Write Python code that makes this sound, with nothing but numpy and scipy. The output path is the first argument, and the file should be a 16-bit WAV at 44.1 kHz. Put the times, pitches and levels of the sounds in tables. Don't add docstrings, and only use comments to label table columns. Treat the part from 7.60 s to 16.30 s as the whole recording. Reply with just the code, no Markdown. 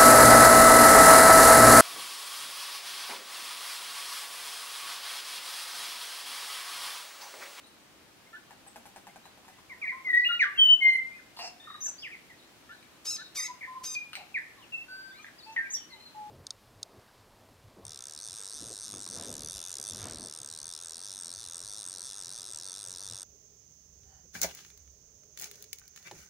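import sys
import numpy as np
from scipy import signal
from scipy.fft import rfft, irfft, next_fast_len
from scipy.io import wavfile
from scipy.ndimage import uniform_filter1d, map_coordinates

SR = 44100
rng = np.random.default_rng(int(sys.argv[2]) if len(sys.argv) > 2 else 0)


def makeup_ratio(level_db):
    decades = np.asarray(level_db, float) / 20
    return 10 ** decades


def wav_record(signal):
    frames = np.transpose(np.atleast_2d(signal))
    bounded = np.clip(frames, -1, 1)
    quanta = np.round(bounded * 32767).astype(np.int16)
    wavfile.write(sys.argv[1], SR, quanta)


N = 383669
TOP_HZ = 15800

# pitch in Hz, level in dB per Hz.
HUSH_COLOUR = [(15, -41.5), (25, -21.5), (66, -8.5), (107, -8), (333, -4), (424, -10), (460, -9),
               (671, -9.5), (1550, -12), (2200, -13), (2380, -12.5), (4090, -15.5), (15800, -27)]
# pitch in Hz, likeness from 0 to 1.
HUSH_LIKENESS = [(25, .7), (80, 0.5), (300, 0.624), (700, 0.4), (1500, 0.26), (3000, 0.01), (15000, 0)]
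# pitch in Hz, time to fade by 60 dB in seconds.
TRUNK_FADE = [(700, 0.57), (2500, 0.54), (5000, 0.38), (15000, 0.14)]
# delay in seconds, level in dB.
ECHOES = [(.012, -4), (.027, -1), (.041, -3.5)]

# start
# in seconds, length in seconds, first Hz, last Hz, level in dB.
FAR_FALLS = [(0.067, .015, 9650, 7620, -55.5), (1.069, 0.018, 9700, 7460, -53.5),
             (1.923, 0.053, 2090, 1850, -66), (2.095, 0.051, 1180, 943, -59),
             (2.221, .05, 1324, 933, -59.5), (4.257, .04, 1950, 997, -60), (4.27, .03, 1700, 1250, -59),
             (4.103, .02, 2250, 1500, -57), (4.14, .02, 2100, 1500, -59), (5.57, .03, 1790, 1765, -60),
             (5.165, .04, 4200, 3620, -65), (7.625, .016, 2500, 1700, -58), (2.959, 0.036, 2780, 2680, -44),
             (3.585, 0.025, 2110, 1184, -55), (4.779, 0.029, 4800, 3500, -61),
             (5.76, 0.056, 1230, 950, -58.5), (6.965, 0.064, 1203, 928, -63),
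             (6.971, 0.12, 4600, 1940, -62), (7.922, .018, 6350, 5700, -63), (8.157, .03, 4850, 4750, -56),
             (8.163, 0.021, 3750, 3300, -52), (8.164, .02, 3600, 2900, -52),
             (8.45, 0.034, 4300, 4040, -52.5), (8.297, 0.092, 1110, 800, -63),
             (8.298, .05, 2174, 1930, -59.5), (8.299, 0.056, 4410, 3930, -53.5),
             (8.368, .024, 3060, 3010, -62), (8.396, .028, 2700, 2300, -63)]
# start in seconds, length in seconds, first Hz, last Hz, level in dB.
FAR_RISES = [(0.012, .075, 3560, 4230, -64), (.655, .03, 2080, 2150, -62), (1.487, .025, 2010, 2220, -60),
             (1.622, 0.062, 3810, 4120, -65.5), (2.455, 0.038, 448, 800, -60.5),
             (2.47, .036, 1050, 1600, -58), (3.51, 0.058, 2290, 2525, -56), (3.999, 0.2, 1784, 1873, -62),
             (3.998, 0.18, 3570, 3840, -53), (4.379, 0.027, 4370, 5250, -52),
             (4.398, 0.038, 5190, 5000, -55), (4.813, .05, 3650, 4300, -63), (5.11, 0.049, 3610, 4300, -62),
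             (7.506, .02, 3480, 3560, -59), (7.525, .068, 3350, 4350, -60), (7.528, .05, 1900, 2450, -59),
             (7.578, .045, 2400, 2385, -62), (7.577, 0.11, 2760, 3950, -65.5),
             (7.585, 0.045, 1184, 1345, -59), (7.612, .028, 5950, 6400, -62),
             (8.196, .045, 3020, 3040, -58), (8.395, .05, 4100, 4180, -61)]
# time in seconds, pitch in Hz, level in dB.
WARBLE = [
    [(2.53, 3450, -66), (2.548, 3450, -59), (2.58, 3900, -60), (2.59, 5100, -59), (2.598, 4950, -55.5),
     (2.61, 4170, -61)],
    [(2.612, 4200, -64), (2.627, 4610, -59.5), (2.648, 4050, -54), (2.668, 4020, -57), (2.68, 3560, -58.5),
     (2.702, 3560, -57)],
    [(2.704, 3630, -59), (2.711, 4020, -58), (2.722, 3840, -53), (2.742, 3790, -52.5), (2.751, 4300, -58.5),
     (2.768, 3530, -59.5), (2.78, 3430, -65.5)],
]
# time in seconds, pitch in Hz, level in dB.
ZIGZAG = [(7.782, 4700, -62), (7.79, 5000, -56), (7.805, 4000, -57), (7.819, 3500, -59), (7.823, 4350, -66),
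          (7.828, 4550, -58), (7.838, 4250, -56), (7.85, 4750, -55), (7.868, 4750, -62)]
# time in seconds, lowest pitch in Hz, level in dB.
WHEEZES = [
    [(4.205, 6300, -50), (4.22, 5850, -42), (4.25, 6180, -35.5), (4.28, 5760, -38), (4.3, 6280, -40)],
    [(8.101, 6050, -41), (8.111, 6250, -38), (8.119, 7000, -46), (8.128, 8050, -42), (8.134, 6900, -38),
     (8.144, 5750, -33), (8.152, 5600, -31), (8.168, 5620, -40)],
    [(5.572, 3950, -52), (5.62, 3800, -53.5), (5.68, 3750, -55)],
]
WHEEZE_FLICK_HZ = [1800, 100, 694]

# time in seconds, pitch in Hz, level in dB.
SQUEAKS = [
    [(5.453, 1110, -50), (5.469, 1256, -38), (5.485, 1303, -36), (5.497, 1258, -37), (5.506, 1330, -35),
     (5.5115, 1440, -32.5), (5.52, 1325, -35), (5.561, 1265, -37), (5.574, 960, -42)],
    [(5.753, 1090, -48), (5.763, 1165, -38), (5.775, 1230, -33), (5.8, 1238, -34.5), (5.823, 1235, -37),
     (5.857, 1330, -36), (5.865, 1294, -37), (5.871, 1121, -39), (5.876, 960, -44)],
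    [(6.238, 1040, -50), (6.248, 1140, -43), (6.264, 1278, -38.5), (6.29, 1255, -39.5), (6.305, 1222, -39),
     (6.338, 1268, -38), (6.348, 1213, -37), (6.354, 1066, -40), (6.359, 950, -44)],
]
# pitch in Hz, level in dB.
BEAK = [(900, -24), (2500, -18.5), (3800, -10.5), (5100, 0), (6400, 0), (7600, -10.5), (9000, -15.5),
        (11500, -17), (13500, -22), (16000, -36)]

# start in seconds, peak in dB, clap pitch in Hz, feather hiss in dB.
WING_BEATS = [(0.908, -38.5, 880, -27), (1.065, -43.5, 800, -20.5), (1.159, -35.5, 770, -18),
              (1.255, -40, 797, -13), (1.361, -36.5, 804, -19.5), (1.469, -37, 796, -22.5),
              (1.559, -39, 770, -27), (1.655, -40.5, 860, -22), (1.775, -47.5, 810, -26.5),
              (1.849, -49, 1020, -12.5), (1.881, -41, 845, -17.5), (1.986, -46, 986, -24)]
# start in seconds, peak in dB, pitch in Hz, overtones in dB, tick in dB.
CLICKS = [
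    (2.7175, -32, 1750, -30, -40),
    (2.326, -44, 1500, -30, -40),
    (3.772, -40.5, 910, -12, -31),
    (3.791, -31.5, 910, -8, -6),
    (7.645, -32.5, 1650, -23.5, -31),
    (7.667, -38, 1900, -16, -24),
    (7.685, -38, 1600, -24, -26),
    (7.9636, -22, 1850, -35, -46.5),
]
# start in seconds, peak in dB, which mouth shape.
SNAPS = [
    (5.228, -45, 1),
    (6.532, -26, 0),
    (6.5538, -25, 1),
    (6.5667, -36, 1),
]
# pitch in Hz, width in Hz, level in dB.
GAPES = [
    [(1380, 220, 1), (2890, 250, 1.5), (4230, 250, -2), (5770, 250, -12), (8900, 300, -4), (14500, 300, -3)],
    [(2330, 250, 0), (3070, 200, -10), (4030, 300, -3), (8700, 350, -8), (14800, 350, -5)],
]
# start in seconds, length in seconds, pulses in Hz, throat in dB, breath in dB.
COUGHS = [
    (3.766, .028, 220, -70, -50.5),
    (3.788, 0.098, 229.8, -44, -44.5),
    (4.26, 0.04, 173, -58, -66),
    (6.531, 0.018, 201, -67, -54),
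    (6.553, .025, 201, -67, -55),
    (6.566, 0.073, 197.4, -52, -74),
]
# pitch in Hz, width in Hz, level in dB.
THROAT = [(770, 200, 4.5), (2790, 150, 5.5), (1900, 3000, -5.5)]
# pitch in Hz, width in Hz, level in dB.
MOUTH_OPEN = [(4400, 500, -5), (5300, 650, 0), (8450, 5000, -28)]
# pitch in Hz, width in Hz, level in dB.
MOUTH_SHUT = [(4400, 500, 1), (2800, 200, -6), (8450, 5000, -24.5)]

# start in seconds, low side in dB, high side in dB.
DUETS = [
    (.728, -53, -52),
    (5.09, -53, -53),
    (5.582, -53.5, -54),
]
# start in seconds, length in seconds, first Hz, settled Hz, level in dB.
NASALS = [
    (7.281, .24, 1498, 1552, -48),
    (7.859, 0.086, 866, 892, -52),
]
NASAL_ORDERS = [
    [3, -30, -6.5, -42, -32, -35, -50, -45, -45, -27],
    [3, -22, -3, -17, -11, -17, -30, -40, -45, -45],
]
# start in seconds, length in seconds, first Hz, settled Hz, level in dB.
FLUTES = [(4.203, 0.024, 6350, 5950, -41.5), (4.261, 0.015, 6130, 6050, -33),
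          (4.282, .02, 6100, 6050, -35.5), (7.989, 0.086, 1623, 1592, -47.5),
          (8.037, 0.029, 1822, 1787, -43), (5.88, 0.051, 986, 997, -43.5), (5.931, 0.032, 1010, 1040, -56),
          (6.073, 0.079, 1044, 1023, -45.5), (6.14, .069, 1052, 1031, -41), (6.205, .04, 1015, 1030, -47.5),
          (6.348, 0.048, 2486, 2423, -32), (6.393, 0.058, 2438, 2400, -43.5),
          (7.12, 0.052, 2748, 2660, -36), (7.158, 0.052, 2650, 2672, -39),
          (7.199, 0.038, 2688, 2677, -44.5), (8.545, .16, 863, 841, -47)]
FLUTE_ORDERS = [3.5, -39, -42, -56, -50, -38]
# start in seconds, length in seconds, top Hz, bottom Hz, level in dB.
SWEEPS = [(2.094, 0.048, 2380, 1800, -47.5), (2.214, 0.056, 2554, 1786, -37),
          (2.27, 0.044, 2493, 1898, -34), (2.792, .055, 2636, 1454, -23.5), (4.07, 0.015, 1410, 1134, -47),
          (4.1, 0.0106, 1330, 1130, -42.5), (4.143, 0.017, 1270, 1140, -45.5),
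          (4.42, 0.063, 3646, 1700, -42.5), (4.512, .045, 2684, 1956, -47.5),
          (4.694, 0.032, 2185, 1800, -54.5), (5.767, 0.044, 2455, 1870, -41),
          (5.831, 0.035, 2384, 1894, -44), (6.007, 0.029, 2453, 1748, -44.5),
          (6.027, 0.0291, 2524, 1707, -41), (6.741, 0.044, 2650, 1674, -32.5),
          (8.044, 0.031, 2504, 2235, -50.5)]
SWEEP_ORDERS = [2, -20, -30, -44, -52, -52]
# start in seconds, length in seconds, top Hz, bottom Hz, level in dB.
STRUCK = [
    (7.9625, .042, 2295, 1800, -29.5),
]
# start in seconds, length in seconds, first Hz, last Hz, level in dB.
PIPS = [
    (2.446, 0.059, 2205, 1965, -28),
    (2.489, 0.036, 1975, 1932, -23),
    (2.529, .034, 1892, 1908, -15.5),
    (2.561, 0.031, 1935, 1960, -14.5),
    (2.638, 0.025, 2290, 2750, -31.5),
    (2.647, .045, 2822, 2883, -20.5),
    (2.708, 0.053, 2825, 2874, -27),
    (2.686, 0.05, 1440, 1385, -27),
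    (3.339, 0.042, 2073, 2055, -21),
    (3.384, 0.018, 2090, 2090, -34),
]
# pitch in Hz, level in dB.
PIP_TRACT = [(4000, -28), (6000, -36), (8500, -45), (10000, -34), (11600, -30), (13000, -26), (14300, -19),
             (15600, -26)]
# start in seconds, length in seconds, first Hz, settled Hz, level in dB.
BELLS = [
    (2.315, 0.074, 1005, 1053, -45),
    (2.588, 0.075, 1949, 1980, -26.5),
    (2.845, 0.056, 1202, 1166, -43),
    (2.974, 0.17, 3214, 2993, -17),
    (3.205, 0.14, 2157, 2081, -20),
]
# pitch in Hz, level in dB.
BELL_TRACT = [(4000, -24), (6000, -36), (8500, -45), (10000, -34), (12000, -27.5), (15000, -29)]

# attack as a share of the note, dB under at the start,
# release as a share of the note, dB under at the end, haste of the glide.
SWEEP_BLOW = (0.26, 9.1, 0.52, 3.9, 0.46)
BELL_BLOW = (0.15, 22, 0.22, 6, 3.16)
FLUTE_BLOW = (0.2, 7.5, 0.27, 4.6, 3.07)
FAR_BLOW = (0.37, 5, 0.35, 4.8, .3)
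PIP_BLOW = (0.46, 14, 0.46, 14.6, 1.38)
STRUCK_BLOW = (.03, 1, .4, 4.3, 6.04)


def unit(x):
    return x / np.sqrt(np.mean(x ** 2) + 1e-20)


def along(points, hz):
    f, value = np.transpose(points)
    return np.interp(np.log(hz + 1), np.log(f + 1), value)


def wobble(rate, size):
    knots = rng.standard_normal(int(size * rate / SR) + 4)
    return map_coordinates(knots, [np.arange(size) * rate / SR])


def filtered(x, response):
    m = next_fast_len(x.shape[-1] + 4096)
    spectrum = rfft(x, m) * response(np.fft.rfftfreq(m, 1 / SR))
    return irfft(spectrum, m)[..., :x.shape[-1]]


def resonances(modes):
    def response(f):
        total = 0
        for k, (centre, width, db) in enumerate(modes):
            ring = 1j * f * width / (centre * centre - f * f + 1j * f * width)
            total = total + (-1) ** k * makeup_ratio(db) * ring
        return total
    return response


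def place(out, sound, start_s, lead_s, pan_db, leaves_db, trunks_db, echo_db=-30, tail_s=.36):
    hz = np.fft.rfftfreq(256, 1 / SR)
    t = np.arange(round(SR * tail_s / 128)) * 128 / SR
    z = rng.standard_normal((2, len(hz), len(t), 2)) @ [1, 1j]
    fade = makeup_ratio(-60 * t / along(TRUNK_FADE, hz)[:, None])
    trunks = signal.istft(z * fade, SR, nperseg=256)[1]
    t = np.arange(trunks.shape[1]) / SR
    trunks *= 1 - np.exp(-t / 0.0096)
    leaves = rng.standard_normal(len(t)) + 1.36 * rng.standard_normal(trunks.shape)
    leaves *= makeup_ratio(-60 * t / 0.13) * (t > .003)
    path = makeup_ratio(trunks_db) * trunks / np.linalg.norm(trunks[0])
    path += makeup_ratio(leaves_db) * leaves / np.linalg.norm(leaves[0])
    path[:, 0] += 1
    for late_s, db in ECHOES:
        path[:, round(late_s * SR)] += makeup_ratio(echo_db + db)

    side = np.array([[1], [-1]]) / 2
    m = next_fast_len(len(sound) + len(t) + 64, True)
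    ears = makeup_ratio(pan_db * side) * np.exp(2j * np.pi * np.fft.rfftfreq(m, 1 / SR) * lead_s * side)
    heard = irfft(rfft(sound, m) * rfft(path, m) * ears, m)[:, :-32]
    room = out[:, round(start_s * SR):]
    room[:, :heard.shape[1]] += heard[:, :room.shape[1]]


def blown(s, length, first_hz, last_hz, db, attack, start_db, release, end_db, haste):
    u = np.linspace(0, 1, num=24)
    done = (1 - np.exp(-haste * u)) / (1 - np.exp(-haste))
    hz = first_hz * (last_hz / first_hz) ** done
    level = db - start_db * np.clip(1 - u / attack, 0, 1)
    level -= end_db * np.clip(1 - (1 - u) / release, 0, 1)
    return np.transpose([s + u * length, hz, level])


def orders(table):
    return lambda k, hz: table[k - 1]


def note(rows, colour, rough_db, flick_hz=0, slack_db=0, count=13, leak_db=-53.0, jitter=0.0041,
         edge_s=0.0038, size=200):
    s, pitch, level = np.transpose(rows)
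    t = np.arange(s[0], s[-1], 1 / SR)
    hz = uniform_filter1d(np.interp(t, s, pitch), size=size, mode="nearest")
    slack = slack_db * np.clip(1 - hz / np.median(hz), 0, 1) * (t > np.mean(t))
    swing = .5 - .5 * np.cos(2 * np.pi * 95 * t + 1.5 * wobble(60, len(t)))
    hz = hz * (1 + jitter * rough_db * wobble(250, len(t)))
    hz = hz + flick_hz * np.sqrt((t - s[0]) / (s[-1] - s[0])) * swing ** 3
    phase = 2 * np.pi * np.cumsum(hz) / SR
    tone = np.zeros(len(t))
    for k in range(1, count + 1):
        flutter = rough_db * min(k, 5) * wobble(72.6, len(t))
        strength = makeup_ratio(colour(k, k * hz) - slack * max(k - 4, 0) + flutter) * (k * hz < TOP_HZ)
        tone += strength * np.sin(k * phase + rng.uniform(0, 6))
    tone += makeup_ratio(leak_db) * np.diff(rng.standard_normal(len(t) + 1))
    edge = np.clip(np.minimum(t - s[0], s[-1] - t) / edge_s, 0, 1)
    return np.sqrt(2) * tone * np.sin(np.pi / 2 * edge) ** 2 * makeup_ratio(np.interp(t, s, level))


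def air():
    z = signal.stft(rng.standard_normal((2, N)), nperseg=512)[2]
    patches = uniform_filter1d(rng.standard_normal(z.shape[1:]), size=6, axis=0)
    patches = uniform_filter1d(patches, size=14, axis=1)
    pair = signal.istft(z * makeup_ratio(0.38 * unit(patches)), nperseg=512)[1][:, :N]

    def spread(hz):
        turn = np.arccos(np.clip(along(HUSH_LIKENESS, hz), -1, 1)) / 2
        return makeup_ratio(along(HUSH_COLOUR, hz)) * [np.cos(turn), np.sin(turn)]

    mid, side = filtered(pair, spread)
    steady = unit(np.array([mid + side, mid - side]))
    low = filtered(steady, lambda hz: 1 / (1 + (hz / 700) ** 2))
    breeze = makeup_ratio(0.34 * wobble(3.113, N)) - 1
    return makeup_ratio([[-56.5], [-57.5]]) * (steady + low * breeze)


def far_whistles():
    out = np.zeros((2, N))
    for row in FAR_FALLS + FAR_RISES:
        tone = note(blown(*row, *FAR_BLOW), orders([0, -32]), rough_db=3.5, count=2)
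        place(out, tone, row[0], lead_s=.00008, pan_db=2.5, leaves_db=-4, trunks_db=-8, tail_s=.28)
    return out


def far_warbles():
    out = np.zeros((2, N))
    for rows in WARBLE + [ZIGZAG]:
        tone = makeup_ratio(3) * note(rows, orders([0, -32]), rough_db=1.2, count=2, size=100)
        place(out, tone, rows[0][0], lead_s=.00008, pan_db=4.0, leaves_db=-12, trunks_db=-12)
    return out


def wheezes():
    out = np.zeros((2, N))
    for rows, flick_hz in zip(WHEEZES, WHEEZE_FLICK_HZ):
        tone = note(rows, orders([0, -27]), rough_db=2, flick_hz=flick_hz, count=2, size=100)
        place(out, tone, rows[0][0], lead_s=.00008, pan_db=1.5, leaves_db=-4, trunks_db=-10)
    return out


def squeaks():
    out = np.zeros((2, N))
    early = 600
    for rows in SQUEAKS:
        tone = note(rows, lambda k, hz: along(BEAK, hz), rough_db=.7, slack_db=70, jitter=.008, size=90)
        voice = np.pad(makeup_ratio(-3.5) * tone, (early, 0))
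        t = np.arange(len(voice)) / SR
        puff = filtered(rng.standard_normal(len(t)), lambda f: makeup_ratio(0.46 * along(BEAK, f)))
        rasp = makeup_ratio(-26.5 - 60 * t / 0.13) + makeup_ratio(-55.5)
        voice += rasp * np.minimum(t / 0.017, 1) ** 3 * puff
        place(out, voice, rows[0][0] - early / SR, lead_s=.000025, pan_db=1.5, leaves_db=-9.0, trunks_db=-13.0)
    return out


def click(db, hz, over_db, tick_db, t60, t):
    phase = 2 * np.pi * hz * (t + 0.11 * 0.0024 * (1 - np.exp(-t / 0.0015)))
    ring = np.sin(phase) + makeup_ratio(over_db) * (np.sin(2 * phase) + 0.61 * np.sin(3 * phase))
    ring = makeup_ratio(-60 * t / t60) * (1 - np.exp(-t / 0.00024)) * ring
    noise = makeup_ratio(tick_db - 60 * t / 0.011) * rng.standard_normal(len(t))
    return makeup_ratio(db) * (ring + filtered(noise, resonances([(6050, 4000, 0)])))


def wing_beats():
    out, t = np.zeros((2, N)), np.arange(SR // 12) / SR
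    for s, db, hz, hiss_db in WING_BEATS:
        beat = makeup_ratio(db + hiss_db - 60 * t / 0.19) * np.minimum(t / .004, 1) * rng.standard_normal(len(t))
        thump_db = db - 5 + 1.2 * (db + 38)
        thump_hz = 225 * rng.uniform(0.856, 1.156)
        swell = np.minimum(t / 0.026, 1) ** 3
        beat += makeup_ratio(thump_db - 60 * t / 0.087) * swell * np.sin(2 * np.pi * thump_hz * t)
        gaps_s = rng.uniform(0.0043, 0.0064, size=5) * (np.arange(5) > 0)
        for k, late_s in enumerate(np.cumsum(gaps_s)):
            clap_hz = hz * (1.03 - 0.05 * k) * rng.uniform(0.918, 1.04)
            clap = click(db - .4 - 2.7 * k, clap_hz, -6.5, -5.0, 0.017, t)
            beat += np.roll(clap, round(late_s * SR))
        place(out, beat, s, lead_s=.0001, pan_db=1.5, leaves_db=-6.0, trunks_db=-13.0)
    return out


def tongue_clicks():
    out, t = np.zeros((2, N)), np.arange(SR // 12) / SR
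    for s, db, hz, over_db, tick_db in CLICKS:
        sound = click(db, hz, over_db, tick_db, 0.017, t)
        place(out, sound, s, lead_s=.0001, pan_db=1.0, leaves_db=0.0, trunks_db=-11.5)
    return out


def bill_snaps():
    out = np.zeros((2, N))
    blow = np.eye(1, SR // 20)[0]
    for s, db, gape in SNAPS:
        mouth = resonances(GAPES[int(gape)])
        ring = filtered(blow, lambda f: mouth(f) / (1 + 1j * f / 9000) ** 2)
        place(out, makeup_ratio(db) * ring / np.abs(ring).max(), s, lead_s=.0001, pan_db=3.5, leaves_db=-1.5, trunks_db=-8.0)
    return out


def coughs():
    out = np.zeros((2, N))
    for s, length, rate_hz, throat_db, breath_db in COUGHS:
        t = np.arange(round(length * SR)) / SR
        cycle = np.cumsum(rate_hz * (1 + 0.056 * wobble(80, len(t)))) / SR
        pulses = np.diff(np.floor(cycle), prepend=0) * makeup_ratio(2 * rng.standard_normal(len(t)))
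        breath = rng.standard_normal(len(t)) * (.4 + np.exp(-3 * (cycle % 1)))
        swell = np.abs(np.sin(np.pi * t / length)) ** 0.12
        opened = np.clip(t / .04, 0, 1)
        mouth = (1 - opened) * filtered(breath, resonances(MOUTH_SHUT))
        mouth += opened * filtered(breath, resonances(MOUTH_OPEN))
        throat = filtered(pulses, lambda f: resonances(THROAT)(f) ** 2)
        voice = makeup_ratio(throat_db) * unit(throat) + makeup_ratio(breath_db) * unit(mouth)
        place(out, swell * voice, s, lead_s=.0001, pan_db=0.5, leaves_db=-4, trunks_db=-11.5)
    return out


def duets():
    out = np.zeros((2, N))
    for s, low_db, high_db in DUETS:
        low_side = blown(s, .05, 1297, 1600, low_db, *FAR_BLOW)
        high_side = blown(s, .05, 1782, 1711, high_db, *FAR_BLOW)
        tone = sum(note(rows, orders([3.5, -14]), rough_db=1.1, count=2) for rows in (low_side, high_side))
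        place(out, tone, s, lead_s=0.00011, pan_db=2.0, leaves_db=-4.5, trunks_db=-15.5)
    return out


def nasal_notes():
    out = np.zeros((2, N))
    for row, table in zip(NASALS, NASAL_ORDERS):
        tone = note(blown(*row, *FLUTE_BLOW), orders(table), rough_db=0.3, jitter=0.0022, count=10)
        place(out, tone, row[0], lead_s=.00012, pan_db=3.0, leaves_db=-11, trunks_db=-11)
    return out


def flute_notes():
    out = np.zeros((2, N))
    for row in FLUTES:
        blow = PIP_BLOW if row[1] < .07 else FLUTE_BLOW
        tone = note(blown(*row, *blow), orders(FLUTE_ORDERS), rough_db=.5, count=6)
        place(out, tone, row[0], lead_s=0.00013, pan_db=2.0, leaves_db=-12.0, trunks_db=-15.5)
    return out


def falling_sweeps():
    out = np.zeros((2, N))
    for row in SWEEPS:
        strain_db = 1.0 * (row[-1] + 23.5)
        strained = np.add(SWEEP_ORDERS, strain_db * (np.arange(len(SWEEP_ORDERS)) > 0))

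        def colour(k, hz):
            tight = .07 * np.maximum(hz / k - 2150, 0)
            return strained[k - 1] - (k > 1) * tight

        tone = note(blown(*row, *SWEEP_BLOW), colour, rough_db=0.7, count=6, leak_db=-44)
        place(out, tone, row[0], lead_s=.00011, pan_db=0.2, leaves_db=-3.5, trunks_db=-12.0, echo_db=-10.5)
    for row in STRUCK:
        tone = note(blown(*row, *STRUCK_BLOW), orders([0, -50]), rough_db=.65, count=2, edge_s=.0012)
        place(out, tone, row[0], lead_s=.00011, pan_db=1.5, leaves_db=-5, trunks_db=-13.0, echo_db=-8.5)
    return out


def ringing_notes(table, blow, tract, loss_db, leak_db):
    out = np.zeros((2, N))
    for row in table:
        tone = note(blown(*row, *blow), lambda k, hz: (along(tract, hz) - loss_db * k) * (k > 1),
                    rough_db=1.04, count=8, leak_db=leak_db, jitter=.002)
        place(out, tone, row[0], lead_s=.00011, pan_db=1.4, leaves_db=-12, trunks_db=-13.0,
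              echo_db=-9.5, tail_s=.6)
    return out


def pips():
    return ringing_notes(PIPS, PIP_BLOW, PIP_TRACT, loss_db=2.5, leak_db=-56)


def bell_notes():
    return ringing_notes(BELLS, BELL_BLOW, BELL_TRACT, loss_db=3, leak_db=-70)


def scene():
    far = far_whistles() + far_warbles() + wheezes()
    noises = wing_beats() + tongue_clicks() + bill_snaps() + coughs()
    song = duets() + nasal_notes() + flute_notes() + falling_sweeps() + pips() + bell_notes()
    return air() + far + squeaks() + noises + song


def band_limit(x):
    return signal.sosfilt(signal.butter(12, 15790, fs=SR, output="sos"), x)


def record(dry):
    mix = filtered(dry, lambda hz: hz < TOP_HZ)
    return band_limit(mix)


dry = scene()
out = record(dry)
wav_record(out)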